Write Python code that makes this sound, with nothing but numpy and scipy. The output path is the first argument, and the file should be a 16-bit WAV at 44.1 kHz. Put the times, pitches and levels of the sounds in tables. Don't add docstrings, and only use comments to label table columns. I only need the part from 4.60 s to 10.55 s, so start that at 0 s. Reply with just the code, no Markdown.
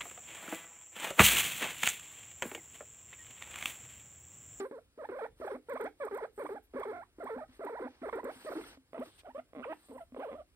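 import sys
import numpy as np
from scipy import signal
from scipy.fft import rfft, irfft, next_fast_len
from scipy.io import wavfile
from scipy.ndimage import uniform_filter1d

SR = 44100
rng = np.random.default_rng(int(sys.argv[2]) if len(sys.argv) > 2 else 0)


def store_pcm(level_fs):
    pcm = np.round(np.clip(level_fs, -1, 1) * 32767).astype(np.int16)
    wavfile.write(sys.argv[1], SR, np.atleast_2d(pcm).T)


def undo_db(level):
    steps = np.asarray(level, float) / 20
    return 10 ** steps


N = 262395

# hz, lead_rad
LAG = [(100, 0), (250, -.35), (860, -.7), (1550, -1.3), (2000, -1.7), (3000, -2.6), (5100, -4.4),
       (6700, -2.7), (8400, -.4), (11100, 3.1), (13300, 6.0), (15200, 8.2)]


def evened(x):
    return x / np.sqrt(np.mean(x ** 2) + 1e-20)


def read(points, hz):
    f, value = np.transpose(points)
    return np.interp(np.log(hz + 1), np.log(f + 1), value)


def add(mix, s, sound):
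    part = mix[max(round(s * SR), 0):][:len(sound)]
    part += sound[:len(part)]


def resonate(x, hz, width):
    r = np.exp(-np.pi * width / SR)
    return 2 * signal.lfilter([1 - r], [1, -r * np.exp(2j * np.pi * hz / SR)], x).real


def ports(x, balance):
    size = next_fast_len(N + 4096)
    hz = np.fft.rfftfreq(size, 1 / SR)
    tilt = undo_db(read(balance, hz) / 2) * np.exp(.5j * read(LAG, hz))
    gains = np.array([tilt, 1 / tilt]) * 2 / abs(tilt + 1 / tilt).clip(1.4)
    return irfft(rfft(x, size) * gains, size)[:, :N]


def hiss(spectrum, size, patchy_db, flicker_db):
    # hz, likeness_0_to_1
    likeness = [(30, .97), (100, .84), (300, .92), (1000, .8), (3000, .75), (5000, .6), (8500, .8),
                (13000, .62)]
    frames, hz = 4 * N // size + 5, np.fft.rfftfreq(size, 1 / SR)
    a, b, c, d, patches = rng.standard_normal((frames, len(hz), 5)).T
    patches = uniform_filter1d(patches, size=6, axis=0)
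    patches = evened(uniform_filter1d(patches, size=10, axis=1))
    flicker = evened(uniform_filter1d(rng.standard_normal(frames), size=3))
    same = np.clip(read(likeness, hz), 0, 1)[:, None]
    left = a + 1j * b
    right = same * left + np.sqrt(1 - same ** 2) * (c + 1j * d)
    right = right * np.exp(-1j * read(LAG, hz))[:, None]
    level_db = read(spectrum, hz)[:, None] + patchy_db * patches + flicker_db * flicker
    z = np.array([left, right]) * undo_db(level_db)
    out = signal.istft(z, nperseg=size, noverlap=3 * size // 4)[1][:, :N]
    return out / np.sqrt(np.mean(out.mean(0) ** 2))


def hush():
    # hz, level_db_per_hz
    hush_colour = [(60, -49), (164, -26), (263, -2), (600, -15.5), (2070, -17), (3500, -18), (6300, -24.5),
                   (8700, -24), (11300, -19.5), (12900, -35), (15600, -25.5)]
    return undo_db(-76.5) * hiss(hush_colour, size=1024, patchy_db=1.5, flicker_db=.6)


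def rumble():
    # hz, level_db_per_hz
    rumble_colour = [(28, -60), (38, -19), (50, 3), (66, -12), (110, -18), (160, -23), (220, -28),
                     (400, -70)]
    return undo_db(-70) * hiss(rumble_colour, size=2048, patchy_db=3.5, flicker_db=1.5)


def room(x):
    # hz, t60_s
    decay = [(250, 0.46), (600, 0.11), (1500, 0.13), (4000, 0.31)]
    taps = np.zeros((2, SR // 2))
    starts = np.arange(200, SR // 2 - 20, 20)
    at = starts + rng.integers(0, 20, (2, len(starts)))
    np.put_along_axis(taps, at, rng.choice([-1., 1.], at.shape), 1)
    taps[1] = 0.85 * taps[0] + 1.07 * taps[1]
    hz, t, z = signal.stft(taps, SR, nperseg=256)
    tail = signal.istft(z * undo_db(-60 * t / read(decay, hz)[:, None]), SR, nperseg=256)[1]
    return signal.fftconvolve(x[None], tail / np.linalg.norm(tail[0]), axes=1)[:, :N]


def rustle(voice):
    # start_s, fine_db, coarse_db
    stirs = [
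        [(0.0, -65, -60.5), (.09, -81, -107), (.2, -109, -111)],
        [(.76, -90, -92), (.8, -74.5, -79), (.94, -74, -79), (1.0, -89, -100)],
        [(1.73, -84, -96), (1.78, -69, -90), (1.93, -74, -84), (1.98, -100, -100)],
        [(2.88, -90, -84), (2.97, -74.5, -77), (3.02, -95, -95)],
        [(3.28, -94, -79.5), (3.38, -88, -80.5), (3.43, -104, -84)],
        [(3.62, -105, -103), (3.72, -67, -71.5), (3.9, -67, -70), (4.1, -66.5, -67.5), (4.15, -76, -74),
         (4.18, -100, -86)],
        [(4.38, -92, -99), (4.46, -66, -69.5), (4.53, -77.5, -84.5), (4.595, -67, -82), (4.625, -85, -87)],
        [(5.12, -83, -84.5), (5.25, -70.5, -83.5), (5.42, -75, -104), (5.48, -87, -106)],
    ]
    # hz, level_db_per_hz
    fur_colour = [(4500, -50), (7000, -15), (7700, -8), (8500, 0), (10300, -5), (11400, -27), (12500, -8),
                  (14300, -9), (15600, -19)]
    # hz, level_db_per_hz
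    towel_colour = [(120, -15), (260, 6), (700, 4), (1500, 4), (2400, 1), (3300, 0), (4300, -1), (5200, -6),
                    (6600, -10), (8000, -40)]
    breath_fine_db, breath_coarse_db = -31, -35.5

    t = np.arange(N) / SR
    effort = abs(uniform_filter1d(uniform_filter1d(voice ** 2, size=1800), size=1200))
    fine = effort * undo_db(2 * breath_fine_db)
    coarse = effort * undo_db(2 * breath_coarse_db)
    for rows in stirs:
        s, fine_db, coarse_db = np.transpose(rows)
        fine = fine + undo_db(2 * np.interp(t, s, fine_db, -150, -150))
        coarse = coarse + undo_db(2 * np.interp(t, s, coarse_db, -150, -150))
    fur = np.sqrt(fine) * hiss(fur_colour, size=256, patchy_db=3.5, flicker_db=0.0)
    towel = np.sqrt(coarse) * hiss(towel_colour, size=512, patchy_db=1.5, flicker_db=1.3)
    return fur + undo_db(9.5) * towel


def brushes():
    # start_s, length_s, centre_hz, width_hz, level_db
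    puffs = [(4.575, 0.046, 2800, 2700, -60), (4.47, 0.13, 3400, 1700, -70), (6, 0.089, 13800, 2400, -65),
             (6.3, 0.21, 14300, 2600, -71), (2.02, 0.051, 12600, 4300, -73), (5.16, 0.21, 4000, 1500, -77)]
    out = np.zeros((2, N))
    grains_of_all = rng.standard_normal((len(puffs), 2, SR // 2))
    for (s, length, hz, width, db), grains in zip(puffs, grains_of_all):
        t = np.arange(0, length, 1 / SR)
        for port, grain in zip(out, grains):
            puff = evened(resonate(resonate(grain[:len(t)], hz, width), hz, width))
            add(port, s, undo_db(db) * np.sin(np.pi * t / length) * puff)
    return out


def scuff():
    # pitch_hz, level_db
    tones = [(1330, -49), (2050, -55), (3330, -57)]
    start_s, length_s = 4.037, .009
    out, t = np.zeros(N), np.arange(0, length_s, 1 / SR)
    swell = np.sin(np.pi * t / length_s)
    for hz, db in tones:
        add(out, start_s, undo_db(db) * swell * np.sin(2 * np.pi * hz * t * (1 + 0.98 * t)))
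    return out


def ticks(t60=0.028):
    # start_s, peak_db
    clicks = [(1.093, -52.5), (1.134, -54.5), (1.2087, -51), (1.239, -53.5), (1.449, -52), (1.572, -52.5),
              (1.789, -60), (1.835, -60), (2.1955, -55.5), (2.64, -56), (3.046, -53.5), (3.641, -50),
              (4.3964, -58.5), (3.554, -56.5), (5.594, -65), (0.862, -59), (1.544, -51.5)]
    out, t = np.zeros(N), np.arange(700) / SR
    for (s, db), grain in zip(clicks, rng.standard_normal((len(clicks), 700))):
        add(out, s, undo_db(db - 60 * t / t60) * (1 - np.exp(-t / 0.0035)) * grain)
    return sum(2.73 * resonate(resonate(out, hz, 2700), hz, 2700) for hz in (8900, 13300))


def thumps(rise=0.0047, t60=0.13):
    # start_s, peak_db, pitch_hz
    knocks = [(0.944, -48, 253.4), (1.137, -46.5, 259), (1.238, -47, 270), (1.838, -43.5, 303),
              (1.952, -57, 292), (2.147, -44, 256), (2.641, -49, 254.7), (2.761, -42.5, 252),
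              (3.055, -50, 298), (3.25, -47.5, 275.4), (3.418, -44.5, 258), (3.639, -44.5, 256),
              (3.758, -55, 255), (3.965, -38, 317), (4.17, -56, 265), (4.39, -39, 252.5),
              (4.461, -58.5, 316), (4.777, -54, 254), (4.968, -45.5, 273), (4.99, -48.5, 243),
              (5.294, -48.5, 268.4), (5.521, -49.5, 255), (5.582, -45.5, 270), (5.715, -54, 235),
              (2.887, -57.5, 255), (4.038, -54.5, 285), (4.684, -56.5, 255)]
    out, t = np.zeros(N), np.arange(6000) / SR
    for s, db, hz in knocks:
        swell = undo_db(db + 8.0 - 60 * t / t60) * (1 - np.exp(-t / rise))
        add(out, s, swell * np.sin(2 * np.pi * hz * t))
    return out


def lap_ring(voice):
    # hz, width_hz, level_db
    hollow = [(255, 16, 18), (297.8, 10, 15.5), (394.4, 23.3, 4), (443.2, 15.8, 2), (543, 107, 3)]
    return sum(undo_db(db) * resonate(voice, hz, width) for hz, width, db in hollow)


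def creaks(uneven=.15, uneven_db=2.5):
    # start_s, length_s, snaps_per_s, level_db
    runs = [(2.136, .012, 125, -54), (4.173, .004, 150, -56.5), (4.332, .001, 160, -44),
            (4.933, .005, 150, -49.5), (4.95, .072, 150, -46), (4.634, .001, 150, -60),
            (5.286, .03, 140, -55.5), (5.522, .005, 146, -62), (5.546, .004, 110, -42.5),
            (5.588, .012, 180, -49), (5.71, .03, 200, -47.5)]
    # hz, width_hz, level_db
    throat = [(532, 460, 2), (1026, 250, -6), (1990, 430, -9.5), (3230, 440, -22)]
    snaps = np.zeros(N)
    for s, length, rate, db in runs:
        chance = rng.standard_normal((2, 20))
        gaps = (1 + uneven * chance[0, 1:]).clip(.5) / rate
        at = s + np.r_[0, np.cumsum(gaps)]
        keep = at <= s + length
        snaps[(at[keep] * SR).astype(int)] += undo_db(db + uneven_db * chance[1][keep])
    snaps = signal.sosfilt(signal.butter(6, 3700, fs=SR, output="sos"), snaps)
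    return sum(undo_db(db) * resonate(resonate(snaps, hz, w), hz, w) * SR / w / 3 for hz, w, db in throat)


def slips(t, turns):
    # start_s, length_s, cycles_in_group, depth_0_to_1
    spells = [(.942, .028, 2, .6), (1.254, .02, 2, .55), (1.938, .016, 2, .55), (2.318, .075, 2, .45),
              (2.755, .015, 2, .6), (3.235, .035, 2, .7), (3.69, .025, 2, .55), (4.35, .042, 3, .8),
              (4.405, .014, 2, .55), (4.66, .03, 3, .55), (5.092, .04, 2, .75), (5.315, .05, 2, .55),
              (5.597, .035, 3, .7)]
    slipping, uneven = 0, 1
    for at, length, group, depth in spells:
        share = depth * np.clip(np.minimum(t - at, at + length - t) / 0.0065, 0, 1)
        slipping = slipping + share
        uneven = uneven * (1 + share * np.sin(2 * np.pi * turns / group + 0.86))
    return slipping, uneven


def overtone_stack(hz, turns, level_db, slipping, wobble, lifted):
    overtones = [5, -3, -7.5, -11, -14.5, -21.5, -19, -21.5, -31, -36]
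    # hz, gain_db
    nose_shut = [(150, -32), (300, 9), (500, -0.6), (900, 0.4), (1400, 1.4), (2000, -6.5), (2380, -9),
                 (2600, -37.5), (2880, -58), (3250, -21.5), (4400, -40)]
    # hz, gain_db
    nose_open = [(150, 0), (300, 9), (700, 15.5), (1200, 15.5), (1700, 12), (2500, 16), (3500, -3),
                 (3900, -14), (4800, -47)]
    nose = nose_open if lifted else nose_shut
    bright_db = (-1.6 if lifted else 3) + 0.3527 * (level_db + 38.5) + 3.5 * slipping
    stack, power = 0, 0
    for k, db in enumerate(overtones, 1):
        second_db = 3 if lifted and k == 2 else 0
        gain = undo_db(db + bright_db * (k - 1) + read(nose, k * hz) + second_db)
        stack = stack + gain * undo_db(.9 * min(k, 3) * wobble[k]) * np.sin(2 * np.pi * k * turns)
        power = power + gain ** 2
    return stack / np.sqrt(power / 2)


def leaking_air(grain, turns, lifted):
    top_hz = 3600 if lifted else 2450
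    air = resonate(grain * (1 + np.cos(2 * np.pi * turns)), 900, 1200)
    return evened(signal.sosfilt(signal.butter(8, top_hz, fs=SR, output="sos"), air))


def rasp(grain, turns, lifted):
    hz, width, level_db = (2960, 1200, -34) if lifted else (3850, 1400, -38.5)
    puffs = grain * (1 + np.cos(2 * np.pi * turns)) ** 2
    for _ in range(3):
        puffs = resonate(puffs, hz, width)
    return undo_db(level_db) * evened(puffs)


def warble(rows, rise=0.00095, fall=0.0049):
    s, bend_hz, effort_db = np.transpose(sorted(rows))
    lifted = s[0] > 4.3
    t = np.arange(s[0], s[-1], 1 / SR)
    hz = np.exp(uniform_filter1d(np.interp(t, s, np.log(bend_hz)), size=220, mode="nearest"))
    level_db = uniform_filter1d(np.interp(t, s, effort_db), size=130, mode="nearest")
    chance = rng.standard_normal((14000, 12))[:len(t)].T
    grain = chance[0]
    wobble = evened(uniform_filter1d(uniform_filter1d(chance[1:], size=130), size=130))
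    slack = np.clip((420 - hz) / 100, 0, 1)
    turns = np.cumsum(hz * (1 + (.014 + .04 * slack) * wobble[0])) / SR
    slipping, uneven = slips(t, turns)
    tone = uneven * overtone_stack(hz, turns, level_db, slipping, wobble, lifted)
    tone = tone + rasp(grain, turns, lifted)
    air = undo_db(-21 + 17.5 * slack) * leaking_air(grain, turns, lifted)
    edges = np.clip((t - s[0]) / rise, 0, 1) * np.clip((s[-1] - t) / fall, 0, 1)
    return s[0], undo_db(-4 + level_db) * edges * (tone + air)


def guinea_pig_voice():
    # start_s, pitch_hz, effort_db
    first_calls = [
        [(0.0, 406, -39.5), (0.039, 379.4, -43.5), (0.05, 443, -42.5), (0.058, 543, -42.5), (0.069, 520, -47.5),
         (0.079, 506, -66)],
        [(0.111, 408, -38.5), (0.116, 407, -48), (0.132, 590, -50.5), (0.173, 424, -50), (0.191, 730, -52),
         (0.198, 540, -69)],
        [(0.376, 372, -52.5), (0.393, 654, -49), (0.409, 619, -46.5), (0.43, 443, -47.5), (0.449, 807, -43),
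         (0.457, 905, -38.5), (0.467, 920, -57)],
        [(0.488, 500, -41), (0.501, 360.3, -41.5), (0.509, 345.5, -46), (0.523, 533, -44), (0.54, 464, -43),
         (0.559, 643, -47), (0.57, 512, -44)],
        [(0.585, 559, -45.5), (0.594, 845, -39), (0.605, 754, -44), (0.623, 433, -40), (0.646, 464, -39.5),
         (0.661, 873, -44.5), (0.668, 880, -32)],
        [(0.8, 460, -43.5), (0.806, 338, -55.5), (0.813, 388.5, -43), (0.821, 700, -44.5), (0.842, 575, -43.5),
         (0.853, 384, -39), (0.859, 316, -46)],
        [(0.862, 399, -49), (0.881, 878, -37), (0.897, 485, -52), (0.91, 580, -38), (0.924, 367, -41.5),
         (0.94, 485, -45.5), (0.958, 567, -46.5), (0.973, 870, -51.5)],
        [(1.085, 465, -49), (1.093, 448, -41), (1.107, 596, -40.5), (1.125, 506.5, -38.5), (1.146, 443, -44),
         (1.159, 565, -40), (1.175, 1090, -41), (1.182, 1130, -32)],
    ]
    quick_calls = [
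        [(1.196, 660, -44), (1.21, 386.6, -36), (1.227, 508, -41), (1.245, 397, -40.5), (1.254, 570, -40),
         (1.261, 657, -41), (1.28, 843, -40), (1.287, 888, -67)],
        [(1.4, 618, -49), (1.411, 576, -39.5), (1.425, 570, -38.5), (1.443, 457.5, -40), (1.46, 390, -42.5),
         (1.464, 420, -42.5), (1.48, 1037, -43.5), (1.491, 1290, -37.5)],
        [(1.51, 485, -42.5), (1.524, 377.7, -43), (1.545, 408.3, -39.5), (1.561, 473, -41)],
        [(1.574, 603, -45), (1.589, 1102, -40), (1.603, 833, -47.5), (1.62, 470.4, -45.5),
         (1.631, 405.5, -38.5), (1.645, 530, -40), (1.658, 837, -44), (1.665, 696, -59)],
        [(1.777, 459, -46.5), (1.786, 367, -43), (1.803, 612, -41.5), (1.826, 460.6, -40.5),
         (1.845, 323, -48.5), (1.857, 820, -40), (1.867, 1130, -36.5), (1.878, 1270, -64)],
        [(1.89, 583, -43), (1.906, 363, -43.5), (1.928, 422, -42.5), (1.948, 469, -49.5), (1.965, 848, -44.5),
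         (1.976, 807, -44.5), (1.99, 663, -51)],
    ]
    long_calls = [
        [(2.137, 429, -47.5), (2.15, 323.7, -46.5), (2.166, 559, -39.5), (2.18, 561, -41), (2.198, 371, -42.5),
         (2.205, 412, -39.5), (2.229, 1147, -45.5), (2.235, 1165, -33.5), (2.248, 724, -55)],
        [(2.255, 572, -39.5), (2.263, 368, -43), (2.283, 460.5, -42), (2.308, 397.6, -40.5), (2.329, 635, -48)],
        [(2.337, 748, -43), (2.35, 665, -46), (2.362, 783, -44.5), (2.372, 687, -46), (2.385, 714, -46.5),
         (2.41, 682, -48), (2.433, 968, -47), (2.438, 1200, -51.5), (2.443, 980, -60)],
        [(2.584, 396, -47), (2.594, 325, -56), (2.607, 736, -43.5), (2.626, 640.6, -44.5), (2.642, 360, -41.5)],
        [(2.65, 472, -50.5), (2.663, 808, -43), (2.677, 1153, -37.5), (2.683, 1103, -44), (2.692, 784, -43),
         (2.709, 442.4, -40.5), (2.74, 440.3, -42.5), (2.769, 413, -47)],
        [(2.768, 577, -49), (2.785, 800, -43.5), (2.796, 951, -46), (2.816, 593, -45.5), (2.836, 648, -47),
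         (2.845, 806, -53), (2.853, 700, -53)],
    ]
    restless_calls = [
        [(2.993, 420, -44), (3.001, 374.3, -47.5), (3.017, 709.5, -44.5), (3.032, 648, -44.5),
         (3.049, 387.4, -41.5), (3.058, 343.5, -46)],
        [(3.057, 428, -43), (3.074, 991, -39), (3.087, 977, -41), (3.102, 461, -45), (3.108, 439, -41.5),
         (3.118, 513.5, -46.5)],
        [(3.135, 422, -41.5), (3.144, 480, -45.5), (3.168, 942, -43), (3.179, 1007, -42), (3.189, 862, -42.5),
         (3.203, 407, -44.5)],
        [(3.211, 322, -44), (3.227, 504, -40.5), (3.242, 526, -44.5), (3.258, 463.3, -47), (3.272, 732, -45.5),
         (3.286, 955, -43)],
        [(3.415, 307, -57), (3.427, 317, -47), (3.434, 703, -44), (3.449, 625, -41.5), (3.471, 384, -41.5),
         (3.482, 454, -44.5), (3.498, 1175, -36.5), (3.504, 1130, -52)],
        [(3.527, 609, -36), (3.535, 440, -38), (3.546, 488, -39.5), (3.563, 357, -41.5), (3.583, 547, -41.5),
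         (3.6, 1033, -40.5), (3.612, 960, -45)],
        [(3.631, 580, -44.5), (3.644, 300, -48.5), (3.653, 476, -39.5), (3.665, 609, -43), (3.679, 420, -42.5),
         (3.694, 629, -41), (3.721, 905, -51.5)],
        [(3.847, 392, -46), (3.853, 377, -51.5), (3.868, 648, -43.5), (3.891, 607, -41.5),
         (3.908, 292.6, -47.5), (3.923, 806, -40), (3.934, 529, -44), (3.943, 320, -43)],
        [(3.953, 344.3, -43.5), (3.971, 306, -45.5), (3.992, 476, -43.5), (4.004, 376.4, -46.5),
         (4.02, 306, -42.5)],
    ]
    head_up_calls = [
        [(4.344, 608, -40.5), (4.361, 705, -49.5), (4.373, 580, -45)],
        [(4.374, 512, -51), (4.382, 509, -42), (4.393, 325, -52), (4.425, 624, -40.5), (4.436, 690, -45.5),
         (4.444, 644, -63)],
        [(4.644, 612, -61), (4.657, 765, -49.5), (4.669, 686, -49), (4.679, 549, -53), (4.693, 722, -50),
         (4.708, 950, -52.5), (4.721, 884, -53)],
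        [(4.747, 511, -49.5), (4.759, 557, -43.5), (4.776, 615, -45.5)],
        [(4.779, 585, -44), (4.794, 663, -43), (4.805, 750, -42.5)],
        [(5.024, 1108, -50), (5.037, 1590, -44), (5.045, 1111, -40), (5.06, 442.4, -45.5), (5.095, 623, -45),
         (5.123, 650, -41.5), (5.131, 912, -39.5), (5.139, 920, -39)],
        [(5.311, 523, -50.5), (5.324, 412, -52.5), (5.344, 524, -57.5), (5.363, 521, -48), (5.376, 864, -59),
         (5.382, 1024, -47), (5.401, 715, -56), (5.413, 684, -45), (5.441, 644, -60.5)],
        [(5.563, 635, -41), (5.585, 314, -50)],
        [(5.591, 562, -55), (5.596, 477, -43), (5.621, 644, -45.5), (5.633, 858, -40), (5.652, 593, -43),
         (5.675, 417, -47), (5.695, 624, -44.5), (5.712, 480, -49)],
        [(5.738, 424, -47.5), (5.754, 600, -49), (5.765, 606, -49.5), (5.773, 734, -54)],
        [(5.774, 756, -55), (5.789, 661, -50), (5.808, 569, -49.5), (5.819, 733, -54), (5.831, 694, -63)],
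    ]
    carried_on = (4, 6, 11, 15, 16, 18, 19, 21, 22, 23)
    voice = creaks()
    calls = []
    for k, rows in enumerate(first_calls + quick_calls + long_calls + restless_calls + head_up_calls):
        if k in carried_on:
            calls[-1] = calls[-1] + list(rows)
        else:
            calls.append(list(rows))
    for rows in calls:
        add(voice, *warble(rows))
    return voice


def scene():
    # hz, left_minus_right_db
    voice_side = [(250, 0), (500, 0), (900, -3.5), (1300, -12.5), (2400, -3.5), (4000, -16)]
    voice = guinea_pig_voice()
    animal = ports(voice + lap_ring(voice) + thumps(), voice_side) + undo_db(-7.5) * room(voice)
    mouth = ports(ticks(), [(100, 0), (9000, 0.0049)])
    hands = scuff() + brushes() + rustle(voice)
    return animal + mouth + hands + hush() + rumble()


def low_pass(x):
    return signal.sosfilt(signal.butter(12, 15690, fs=SR, output="sos"), x)


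def record(dry):
    mix = signal.sosfilt(signal.butter(4, 40, "high", fs=SR, output="sos"), dry)
    return low_pass(mix)


dry = scene()
out = record(dry)
store_pcm(out)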